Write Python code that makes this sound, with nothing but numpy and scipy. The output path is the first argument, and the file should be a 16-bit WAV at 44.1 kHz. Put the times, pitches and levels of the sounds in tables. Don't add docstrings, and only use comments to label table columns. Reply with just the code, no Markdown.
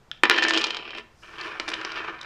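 import sys
import numpy as np
from scipy import signal
from scipy.fft import rfft, irfft, next_fast_len
from scipy.io import wavfile
from scipy.ndimage import uniform_filter1d, minimum_filter1d, map_coordinates

SR = 44100
rng = np.random.default_rng(int(sys.argv[2]) if len(sys.argv) > 2 else 0)


def dump_mix(stems):
    frames = np.atleast_2d(stems).T
    limited = np.clip(frames, -1, 1)
    pcm = np.round(limited * 32767).astype(np.int16)
    wavfile.write(sys.argv[1], SR, pcm)


N = 99225

# frequency_hz, weight
TREBLE_TILT = [(2200, 0.13), (4500, 0.88), (6000, 1.41), (12000, 1.97)]
PLAIN_BLOW_DB = -15


def amp(db):
    return 10 ** (np.asarray(db) / 20)


def unit(x):
    return x / np.sqrt(np.mean(x ** 2) + 1e-20)


def along(points, hz):
    f, v = np.transpose(points)
    return np.interp(np.log(hz + 1), np.log(f + 1), v)


def level(rows):
    s, db = np.transpose(rows)
    return amp(np.interp(np.arange(N) / SR, s, db, left=-120))


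def causal(db_at, size=2048):
    cepstrum = irfft(np.log(amp(db_at(np.fft.rfftfreq(size, 1 / SR)))))
    cepstrum[1:size // 2] *= 2
    cepstrum[size // 2 + 1:] = 0
    h = irfft(np.exp(rfft(cepstrum)))
    return h / np.linalg.norm(h)


def coloured(x, colour):
    h = causal(lambda hz: along(colour, hz), size=8192)
    return unit(signal.fftconvolve(x, h)[:N])


def add(track, s, sound):
    part = track[round(s * SR):][:len(sound)]
    part += sound[:len(part)]


def grains(per_s, spread_db):
    present = rng.random(N) < per_s / SR
    size = amp(spread_db * np.clip(rng.standard_normal(N), -2, 2))
    return present * size * rng.choice([-1, 1], N)


def wobble(per_s):
    return map_coordinates(rng.standard_normal(N // 50), [np.arange(N) * per_s / SR], mode="mirror")


def tail(t60, size):
    hz, t, z = signal.stft(rng.standard_normal(size), SR, nperseg=128)
    h = signal.istft(z * amp(-60 * t / along(t60, hz)[:, None]), SR)[1]
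    return h / np.linalg.norm(h)


def tap(db, t60, db_at):
    blow_lag_s, graze_db = 0.0013, -13
    chatter_db, chatter_db_per_db = 7, -0.05
    t = np.arange(SR // 25) / SR
    graze = amp(graze_db) * t / blow_lag_s
    decay = amp(-60 * (t - blow_lag_s) / t60)
    chatter = rng.standard_normal(len(t)) * np.where(t < blow_lag_s, graze, decay)
    chatter_gain = amp(chatter_db + chatter_db_per_db * (db - PLAIN_BLOW_DB))
    force = chatter_gain * chatter / np.linalg.norm(chatter)
    force[round(blow_lag_s * SR)] -= 1
    uneven_db = 10 * np.log10(uniform_filter1d(np.abs(rfft(force, 2048)) ** 2, size=21))
    sound = signal.fftconvolve(force, causal(lambda hz: db_at(hz) - uneven_db))
    return amp(db) * sound / np.linalg.norm(sound)


def background():
    # frequency_hz, relative_level_db
    floor_colour = [(20, 2), (45, 3.5), (80, -2.5), (140, -0.5), (280, -10), (400, -9.5), (1200, -12.5),
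                    (3000, -22.5), (7000, -29), (15000, -48.5)]
    floor_db, whine_hz, whine_db = -57.5, 11830, -86
    whine = amp(whine_db) * np.sin(2 * np.pi * whine_hz * np.arange(N) / SR)
    return amp(floor_db) * coloured(rng.standard_normal(N), floor_colour) + whine


def corner_scrape():
    # time_s, level_db
    scrape_level = [(.11, -62), (.18, -55.5), (.21, -95.5), (1.21, -94), (1.228, -55), (1.33, -60),
                    (1.4, -40.5), (1.47, -43.5), (1.65, -70), (1.75, -46), (1.82, -52), (1.98, -40),
                    (2.1, -68)]
    # frequency_hz, relative_level_db
    scrape_colour = [(500, -21), (2000, -4.5), (2600, 8), (3800, -4), (5400, -8), (7000, -30),
                     (15000, -45.5)]
    catches = grains(per_s=260, spread_db=1.5)
    return level(scrape_level) * coloured(catches, scrape_colour)


def tabletop(x):
    # frequency_hz, gain_at_resonance_db, t60_s
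    table_modes = [(232.2, 15.5, .33), (325.3, 9, 0.39), (434.4, -1, 0.28), (506.3, -1.5, .35),
                   (659.6, 6, 0.5), (830, -11.5, 0.7), (980.6, 6, 0.29), (1046, 4.5, 0.17), (1188, 0, 0.23),
                   (1303, -7, 0.3), (1380, -22, 0.45), (1518, -12, 0.31), (1774.4, 3.5, 0.099),
                   (1770, -8.5, .3), (2003, 0.5, 0.34), (2326, 1.5, 0.087), (2433, -2.5, 0.12),
                   (2540, -1, 0.44), (2890, 0, 0.11), (3100, 5.5, 0.13), (3926, 2.5, 0.35)]
    # frequency_hz, t60_s
    board_decay = [(200, 0.32), (1500, 0.074), (3500, 0.04), (9000, 0.016)]
    board_db, board_renew_s = -10, 0.04
    t = np.arange(SR // 2) / SR
    ring = np.zeros(len(t))
    for hz, db, t60 in table_modes:
        resonance_scale = 2 * np.log(1000) / (t60 * SR)
        ring += amp(db - 60 * t / t60) * resonance_scale * np.cos(2 * np.pi * hz * t)
    board, step = np.zeros(N), round(board_renew_s * SR)
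    window = signal.get_window("hann", 2 * step)
    for start in range(0, N - step, step):
        part = x[start:start + 2 * step]
        response = signal.fftconvolve(part * window[:len(part)], tail(board_decay, size=6000))
        add(board, start / SR, response)
    return x + signal.fftconvolve(x, ring)[:N] + amp(board_db) * board


def room_response(near):
    # frequency_hz, t60_s
    room_decay = [(200, 0.12), (1500, 0.51), (4000, 0.32), (12000, 0.38)]
    room_db = -12
    return amp(room_db) * signal.fftconvolve(near, tail(room_decay, size=SR // 2))[:N]


def fist_click(attack_s=0.0022):
    # frequency_hz, level_db, t60_s
    fist_modes = [(1470, -10, 0.012), (1690, -11, 0.013), (3230, -1.5, 0.0071), (3440, 5.5, 0.0051),
                  (5200, -0.5, 0.003), (7260, -30.5, 0.0077)]
    click_s, click_db = 0.1146, -7.5
    track, t = np.zeros(N), np.arange(SR // 20) / SR
    ring = sum(amp(db - 60 * t / t60) * np.sin(2 * np.pi * hz * t) for hz, db, t60 in fist_modes)
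    add(track, click_s, amp(click_db) * ring * (1 - np.exp(-t / attack_s)))
    return track


def bounces(gain_db=11):
    # start_s, level_db, extra_knock_db (near 1.8 kHz), extra_treble_db (times the tilt's weight)
    landings = [(0.2341, 3.5, 3.5, -11.5), (0.2413, -16, -9, 5), (0.2526, -5.5, 12, -1),
                (0.261, -23, 15, -16), (0.2967, 2, 9.5, 2.5), (0.3081, -3, 3, -6), (0.3123, -2.5, 10, -1.5),
                (0.3217, -20, 0, 4), (.328, -13.5, 8, -3), (0.3378, -21, 13, 5), (.343, -11, -4, -8),
                (0.361, -12.5, 12, 2), (0.3659, -14, -11, -7), (0.3763, -9.5, 7, -8), (0.381, -12, -10, 5),
                (0.3843, -4, 6.5, -6.5), (0.392, -14.5, -12, -2), (0.422, -5.5, 13.5, 1),
                (.428, -12, -4, 5), (0.435, -11, 4, 5), (0.437, -11.5, -9, 7), (.449, -5.5, 14, -4.5),
                (0.464, -14.5, 6, -4), (0.4829, -8.5, 17, 14), (0.4933, -15.5, -2, 15.5),
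                (0.5002, -13.5, 26, 11.5), (0.5069, -5.5, 8, 1.5), (0.535, -10.5, 6, 8),
                (0.543, -12, -3, 4), (0.551, -18.5, -1, 3), (0.561, -23, -13, 10), (0.565, -16, -16, -3),
                (0.5738, -6, -5, 4), (0.5813, -11.5, 2, 8), (0.5921, -22.5, 17, 15.5),
                (0.604, -19.5, -11, -5), (.611, -16.5, 10, 11), (0.6158, -12.5, -17, 2),
                (0.632, -18.5, -15, -5), (0.64, -8, -4, 7.5), (0.6434, -10, -12, 2.5), (0.6668, -17, -2, 7),
                (0.684, -22.5, 2, -12), (0.7049, -13.5, -2, 4), (0.726, -25, -2, -14),
                (0.745, -17, -12, -0.5), (0.7672, -15.5, -5, 2.5), (.794, -25.5, -10.5, -25),
                (.824, -25, -24, -25), (0.8514, -23, -30, -28), (0.877, -24.5, -9.5, -12),
                (0.9049, -24.5, -12.5, -4), (0.931, -25, 12, -19.5), (0.949, -23.5, 3, -3),
                (.982, -23, 4.5, 1.5)]
    # frequency_hz, relative_level_db
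    bounce_colour = [(60, -43.5), (170, -25), (260, -13), (370, -2.5), (620, -9.5), (1000, -2.5),
                     (1250, 0.5), (1800, 1), (2150, -5.5), (2450, 6), (2850, 0.5), (3150, 0.5),
                     (3900, -1.5), (5400, -8.5), (6000, -17.5), (7000, -20.5), (9000, -36.5), (15000, -69)]
    # frequency_hz, weight
    knock_shape = [(1350, 0.28), (1720, 0.77), (1850, 0.94), (2500, 0)]
    plain_t60_s, softer_db_per_db = 0.018, 0.27
    track = np.zeros(N)
    for s, db, knock_db, treble_db in landings:
        def colour_db(hz):
            extra_db = knock_db * along(knock_shape, hz) + treble_db * along(TREBLE_TILT, hz)
            return along(bounce_colour, hz) + extra_db
        t60 = plain_t60_s * amp(-softer_db_per_db * (db - PLAIN_BLOW_DB))
        add(track, s, tap(db, t60, colour_db))
    return amp(gain_db) * track


def rolling():
    # time_s, level_db
    roll_level = [(.236, -62), (.25, -46), (.29, -51), (.32, -29.5), (.41, -32), (.44, -28.5), (.52, -34),
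                  (.565, -27.5), (.61, -33.5), (.69, -38), (.78, -41), (.82, -46), (.94, -43.5),
                  (.985, -38), (1.01, -46), (1.04, -100)]
    # frequency_hz, relative_level_db
    roll_colour = [(100, -35), (220, -12.5), (340, 4), (650, 0.5), (1100, -4.5), (1800, -1), (2100, 0.5),
                   (2700, 4.5), (3200, 4.5), (3600, -11), (5400, -12.5), (6300, -33.5), (9000, -58.5),
                   (15000, -51)]
    # frequency_hz, relative_level_db
    tick_colour = [(300, -24), (1500, 3), (3000, 13.5), (5400, 13), (6200, -16.5), (9000, -22.5),
                   (15000, -37.5)]
    tick_db = -18.5
    rattle = coloured(grains(per_s=600, spread_db=1.5), roll_colour)
    ticks = coloured(grains(per_s=89, spread_db=2.5), tick_colour)
    return level(roll_level) * (rattle + amp(tick_db) * ticks)


def hollow_ring():
    # time_s, level_db
    ring_level = [(.24, -37), (.31, -45.5), (.45, -34), (.5, -41), (.57, -31), (.61, -47), (.72, -74)]
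    ring_hz, drift_rad, drift_per_s = 325.3, 0.34, 8.3
    phase = 2 * np.pi * ring_hz * np.arange(N) / SR + drift_rad * wobble(drift_per_s)
    return level(ring_level) * unit(np.sin(phase))


def hand_brush():
    # time_s, level_db
    skin_level = [(.955, -94), (.975, -57), (1.0, -64), (1.02, -101), (1.1, -79), (1.22, -62.5),
                  (1.33, -64.5), (1.41, -64), (1.46, -57), (1.53, -69), (1.75, -63.5), (2.1, -78),
                  (2.25, -88)]
    # frequency_hz, relative_level_db
    skin_colour = [(500, -25), (2500, -5), (5300, 13), (7500, 2.5), (10000, -4), (15000, -17)]
    return level(skin_level) * coloured(rng.standard_normal(N), skin_colour)


def sliding():
    # time_s, level_db
    slide_level = [(1.215, -84), (1.228, -46.5), (1.33, -50), (1.39, -40.5), (1.46, -35.5), (1.53, -41),
                   (1.58, -39.5), (1.66, -46.5), (1.72, -37), (1.82, -39), (1.92, -35.5), (1.98, -33.5),
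                   (2.06, -37), (2.13, -42), (2.2, -49), (2.245, -38)]
    # frequency_hz, relative_level_db
    slide_colour = [(100, -17.5), (220, -21), (290, -17), (340, -4), (620, -7.5), (800, -7.5), (1100, 0),
                    (1700, 2), (2050, -8), (2400, -1.5), (3100, -11.5), (3500, -15), (5600, -24.5),
                    (7200, -37.5), (10000, -53), (15000, -63)]
    gain_db, dice, impacts_per_s, catch_db, catch_per_s = -0.5, 3, 2200, 3.5, 65
    rubs = np.zeros(N)
    for _ in range(dice):
        rubs += grains(impacts_per_s / dice, spread_db=2.5) * amp(catch_db * wobble(catch_per_s))
    return amp(gain_db) * level(slide_level) * coloured(rubs, slide_colour)


def die_clicks(gain_db=10):
    # start_s, level_db, hollow_pitch_hz, hollow_height_db, extra_treble_db (times the tilt's weight)
    meetings = [(1.411, -21.5, 4400, 11, 3.5), (1.5975, -11, 4400, 3, 2), (1.678, -17.5, 3260, -7, 0),
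                (1.681, -20, 5800, 4, 6), (1.685, -13.5, 3650, 10, -4), (1.689, -19.5, 10000, 14.5, 9),
                (1.7, -21.5, 5000, -2, 5.5), (1.716, -19.5, 2400, -1, -2), (1.734, -14.5, 3000, 13, -6),
                (1.7379, -13, 3500, 11, 2.5), (1.812, -20.5, 4070, 3, -1.5),
                (1.8475, -14, 5660, 12.5, -2.5), (1.9172, -22, 4800, 8, 2), (2.1887, -30, 3900, 8, -11),
                (2.212, -23, 3740, 18.5, 15.5), (2.229, -29, 3450, 2, 5)]
    # frequency_hz, relative_level_db
    click_colour = [(100, -36), (330, 3), (700, -0.5), (1200, 2), (2400, 5.5), (3300, -1.5), (3600, 0.5),
                    (4300, -3), (5200, -2.5), (6800, -17), (7400, -17.5), (10500, -40), (15000, -61)]
    click_t60_s, half_width_octaves = 0.014, 0.17
    track = np.zeros(N)
    for s, db, hollow_hz, hollow_db, treble_db in meetings:
        def colour_db(hz):
            detuning = np.log2((hz + 1) / hollow_hz) / half_width_octaves
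            hollow = hollow_db / (1 + detuning ** 2)
            return along(click_colour, hz) + hollow + treble_db * along(TREBLE_TILT, hz)
        add(track, s, tap(db, click_t60_s, colour_db))
    return amp(gain_db) * track


def scene():
    contacts = corner_scrape() + bounces() + rolling() + sliding() + die_clicks()
    near = tabletop(contacts) + fist_click() + hollow_ring() + hand_brush()
    return (near + room_response(near) + background())[None]


def record(dry):
    ceiling, limiter_s, top_hz = 1.46, 0.0015, 15600
    span = max(2, round(limiter_s * SR))
    needed_gain = ceiling / np.maximum(np.abs(dry), ceiling)
    gain = uniform_filter1d(minimum_filter1d(needed_gain, span), span)
    size = next_fast_len(N + SR // 2)
    passband = np.fft.rfftfreq(size, 1 / SR) < top_hz
    return irfft(rfft(dry * gain, size) * passband, size)[..., :N]


dry = scene()
out = record(dry)
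dump_mix(out)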